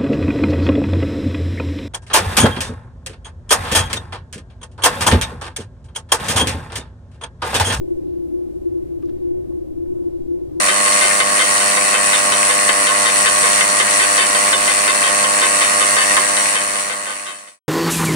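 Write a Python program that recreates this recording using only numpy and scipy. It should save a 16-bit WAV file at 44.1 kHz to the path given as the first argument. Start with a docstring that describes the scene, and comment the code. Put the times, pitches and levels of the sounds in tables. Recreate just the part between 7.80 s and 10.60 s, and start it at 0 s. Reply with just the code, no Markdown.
"""A distant ship on calm water

A large ship passes far out. Its exhaust drones near 350 Hz over low engine tones and a dull rumble.
The drone reaches the two microphone openings in opposite phase: one is pushed as the other is pulled.
Light wind presses on the openings and the recorder hisses. There are small ticks, soft bumps, a faint
rustle and a brief faint ring near 1100 Hz. Below, left is mid + side and right is mid - side."""
import sys
import numpy as np
from scipy import signal
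from scipy.fft import rfft, irfft
from scipy.io import wavfile
from scipy.ndimage import uniform_filter1d

SR = 44100
rng = np.random.default_rng(int(sys.argv[2]) if len(sys.argv) > 2 else 0)


def persist_wave(psi):
    """Save psi, clipped to +-1, as 16-bit WAV."""
    counts = np.round(np.clip(psi, -1, 1) * 32767).astype(np.int16)
    wavfile.write(sys.argv[1], SR, np.atleast_2d(counts).T)


N = 123479


def from_db(db):
    """Turn decibels into a number to multiply by."""
    return 10 ** (np.asarray(db) / 20)


def unit_power(x):
    """Scale a sound to an average power of 1."""
    return x / np.sqrt(np.mean(x ** 2) + 1e-20)


def over_time(rows):
    """Join (time_s, value) points with straight lines, giving a value for every sample."""
    return np.interp(np.arange(N) / SR, *np.transpose(rows))


def over_pitch(rows, hz):
    """Read between (pitch_hz, value) points at the given pitches."""
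    pitches, values = np.transpose(rows)
    return np.interp(np.log(hz), np.log(pitches), values)


def resonate(x, hz, width_hz):
    """Let a sound ring at one pitch and weaken the pitches around it."""
    r = np.exp(-np.pi * width_hz / SR)
    gain = (1 - r * r) / 2
    return signal.lfilter([gain, 0, -gain], [1, -2 * r * np.cos(2 * np.pi * hz / SR), r * r], x)


def exhaust_drone():
    """The exhaust's main note wavers, swells and sinks; the ship's funnel keeps it in a narrow band."""
    # The note's wavering pitch: time_s, pitch_hz
    pitch = [(0, 350.7), (.1, 353), (.17, 354.3), (.25, 362.2), (.32, 349), (.45, 347), (.6, 351),
             (.8, 348.2), (.95, 354.5), (1.0, 348), (1.25, 349.9), (1.45, 350), (1.6, 358.7), (1.7, 344.3),
             (1.76, 357), (1.85, 345.6), (2.0, 343.8), (2.07, 356), (2.2, 351.3), (2.33, 348), (2.4, 348.3),
             (2.5, 345.9), (2.56, 352.1), (2.8, 344.5)]
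    # The note's strength before the funnel: time_s, level_db
    swells = [(0.0, -38.5), (0.07, -45.5), (0.14, -37), (0.26, -50), (0.4, -34.5), (0.46, -43),
              (0.56, -34.5), (0.7, -46.5), (0.73, -46), (0.76, -40), (0.82, -59), (0.86, -30.5),
              (0.89, -40), (0.92, -42), (0.96, -31), (1.0, -39), (1.02, -37.5), (1.11, -39), (1.14, -36.5),
              (1.17, -43), (1.18, -37), (1.21, -66), (1.24, -35), (1.28, -36), (1.32, -51), (1.33, -33),
              (1.37, -52), (1.46, -32.5), (1.52, -39), (1.67, -53.5), (1.69, -37), (1.72, -34.5),
              (1.78, -49), (1.79, -50), (1.82, -35.5), (1.87, -52), (1.99, -32.5), (2.04, -45.5),
              (2.17, -42), (2.19, -35), (2.23, -41.5), (2.27, -33), (2.31, -43), (2.35, -32.5), (2.44, -47),
              (2.47, -32.5), (2.55, -36.5), (2.58, -49), (2.62, -41.5), (2.72, -54.5), (2.77, -32),
              (2.8, -33)]
    funnel_hz, funnel_width_hz = 359.1, 72
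    side_boost_db, side_db_per_hz, side_lag_s = 20, 0.55, 0.00023
    # Slow noise blurs the note's phase and strength; most of the change in strength is evened out.
    below_3_hz = signal.butter(2, 3, fs=SR, output="sos")
    wander = [1, 1j] @ signal.sosfilt(below_3_hz, rng.standard_normal((2, N + SR)))[:, SR:]
    wander /= (abs(wander) + .2 * np.std(wander)) ** .95
    hz = over_time(pitch)
    note = unit_power(np.real(wander * np.exp(2j * np.pi * np.cumsum(hz) / SR)))
    note *= uniform_filter1d(from_db(over_time(swells)), int(.02 * SR))  # smoothed over 20 ms
    for _ in range(2):
        note = resonate(note, funnel_hz, funnel_width_hz)
    # Side is far stronger than mid, which puts left and right in opposite phase.
    side_gain = from_db(side_boost_db + side_db_per_hz * (hz - funnel_hz))
    mid, side = np.array([note, note * side_gain]) + exhaust_resonances()
    side = np.interp(np.arange(N) - side_lag_s * SR, np.arange(N), side)
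    return np.array([mid + side, mid - side])


def exhaust_resonances():
    """Noise rings at the exhaust's weaker, steady pitches; returns mid and side."""
    # Resonances around the main note: pitch_hz, width_hz, mid_peak_db (power per Hz), side_boost_db
    resonances = [(232.4, 12, -71, 13), (254.3, 17, -72, 12), (278, 13, -66, 12), (310, 20, -61.5, 15),
                  (334, 16, -60, 16), (365, 14, -62.5, 20), (385, 12, -74, 22), (450.3, 18.4, -77, 13),
                  (543.5, 11.6, -81, 13)]
    out = 0
    for hz, width_hz, mid_db, side_boost_db in resonances:
        noise = np.sqrt(SR / 2) * rng.standard_normal(N + SR)  # power of 1 per Hz
        ring = resonate(resonate(noise, hz, width_hz), hz, width_hz)[SR:]
        out += ring * from_db([[mid_db], [mid_db + side_boost_db]])
    return out


def engine_tones():
    """The engine hums at a few low pitches, blurred by the long way the sound travels."""
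    # The engine's tones: pitch_hz, level_db
    tones = [(30, -81), (54, -105), (60, -49), (91, -61), (167, -57.5)]
    out = 0
    for hz, db in tones:
        hum = resonate(rng.standard_normal(N + SR), hz, width_hz=1.38)[SR:]
        out += from_db(db) * unit_power(hum)
    return out


def wind():
    """Wind presses in slow lumps, almost alike on both microphone openings but harder on the left."""
    # The wind's pressure, midway between left and right: time_s, level_db
    gusts = [(0.0, -30.5), (0.58, -68), (0.6, -69), (0.93, -51.5), (1.52, -41.5), (1.81, -35.5),
             (1.85, -39.5), (2.37, -47.5), (2.42, -20), (2.52, -49), (2.56, -32), (2.8, -65)]
    unshared_gain, lean_db = 0.03, 3.5
    below_9_hz = signal.butter(3, 9, fs=SR, output="sos")
    lumps = signal.sosfilt(below_9_hz, rng.standard_normal((3, N + SR)))[:, SR:]
    shared, left, right = [unit_power(row - row.mean()) for row in lumps]
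    pair = shared + unshared_gain * np.array([left, right])
    return from_db(over_time(gusts)) * pair * from_db([[lean_db], [-lean_db]])


def small_sounds():
    """Small ticks, soft bumps, and a brief faint ring near 1100 Hz as the drone swells."""
    # Each is a short puff of noise: start_s, peak_db, pitch_hz, rise_s, half_width_octaves
    puffs = [(1.2215, -55, 6480, 0.0011, 0.58), (1.2256, -47.5, 2100, 0.0015, 0.53),
             (1.2258, -49, 1150, 0.0033, 0.1), (1.2565, -48.5, 5040, 0.00086, 0.28),
             (1.284, -51, 2570, 0.0053, 0.73), (1.289, -47, 1200, 0.0021, 0.44),
             (1.295, -45.5, 3430, 0.00074, 0.81), (1.69, -41.5, 497.2, 0.019, 0.75),
             (1.70, -58, 1100, .012, 0.075), (2.06, -52.5, 1465, .0017, 0.53),
             (2.16, -59, 1192, .012, 0.17)]
    out, t = np.zeros(N), np.arange(4000) / SR
    for start_s, peak_db, hz, rise_s, octaves in puffs:
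        band = signal.butter(3, [hz * 2 ** -octaves, hz * 2 ** octaves], "band", fs=SR, output="sos")
        puff = signal.sosfilt(band, rng.standard_normal(len(t)) * t * np.exp(-t / rise_s))
        start = int(start_s * SR)
        out[start:start + len(t)] += from_db(peak_db) * puff / abs(puff).max()
    return out


def rustle():
    """Thousands of tiny clicks blend into a faint rustle around the first ticks."""
    # The rustle's rise and fall: time_s, level_db
    loudness = [(1.2, -99), (1.225, -65), (1.26, -69), (1.295, -65.5), (1.32, -72.5), (1.5, -75.5),
                (1.6, -99)]
    clicks_per_s, band_hz = 4800, [1070, 4800]
    clicks = rng.standard_normal(N) * (rng.random(N) < clicks_per_s / SR)
    band = signal.butter(2, band_hz, "band", fs=SR, output="sos")
    return from_db(over_time(loudness)) * unit_power(signal.sosfilt(band, clicks))


def rumble_and_hiss():
    """A dull rumble and the recorder's hiss: noise whose level flickers slightly in each octave."""
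    # Tone colour of the mid noise: pitch_hz, relative_db
    mid_colour = [(20, 3.5), (60, -1.5), (100, -1.5), (160, -9.5), (190, -13), (300, -27), (400, -15),
                  (550, -14.5), (700, -23.5), (1000, -32), (1500, -42.5), (3000, -46), (6000, -49),
                  (15000, -50)]
    # Tone colour of the side noise, on the same scale: pitch_hz, relative_db
    side_colour = [(20, -6.5), (60, -3.5), (100, -18), (160, -4), (200, -5.5), (300, -21), (410, -13),
                   (500, -10), (600, -19.5), (700, -18), (1000, -29.5), (1500, -35.5), (3000, -43.5),
                   (6000, -47), (15000, -49)]
    # How much louder the left is than the right: pitch_hz, difference_db
    left_lean = [(60, -1), (150, 1), (380, 3), (950, 1.5), (2380, 3), (5980, 2.5), (15000, 1.5)]
    mid_level_db, flicker_db, flickers_per_s = -41, 1.2, 6.43
    hz = np.maximum(np.fft.rfftfreq(N, 1 / SR), 1)
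    colour = from_db([over_pitch(mid_colour, hz), over_pitch(side_colour, hz)]) * (hz > 18)
    mid, side = rfft(rng.standard_normal((2, N))) * colour
    mid_strength = np.sqrt(np.mean(irfft(mid, N) ** 2))
    lean = from_db(over_pitch(left_lean, hz) / 2)
    pair = np.array([(mid + side) * lean, (mid - side) / lean])
    out, t = 0, np.arange(N) / SR
    for octave in range(4, 15):  # bands centred on 16 Hz up to 16 kHz
        band = np.clip(1 - abs(np.log2(hz) - octave), 0, 1)
        flicker = np.interp(t * flickers_per_s, np.arange(200), rng.standard_normal(200))
        out += irfft(pair * band, N) * from_db(flicker_db * flicker)
    return from_db(mid_level_db) * out / mid_strength


def scene():
    """Add up the ship, the background, the wind and the small sounds."""
    to_the_left = np.array([[1], [0.48]])  # left gain, right gain
    ship = exhaust_drone() + engine_tones()
    return ship + rumble_and_hiss() + wind() + (small_sounds() + rustle()) * to_the_left


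def record(dry):
    """The recorder steeply cuts away the highest treble."""
    cutoff_hz = 15900
    return signal.sosfilt(signal.cheby2(16, 60, cutoff_hz, fs=SR, output="sos"), dry)


dry = scene()
out = record(dry)
persist_wave(out)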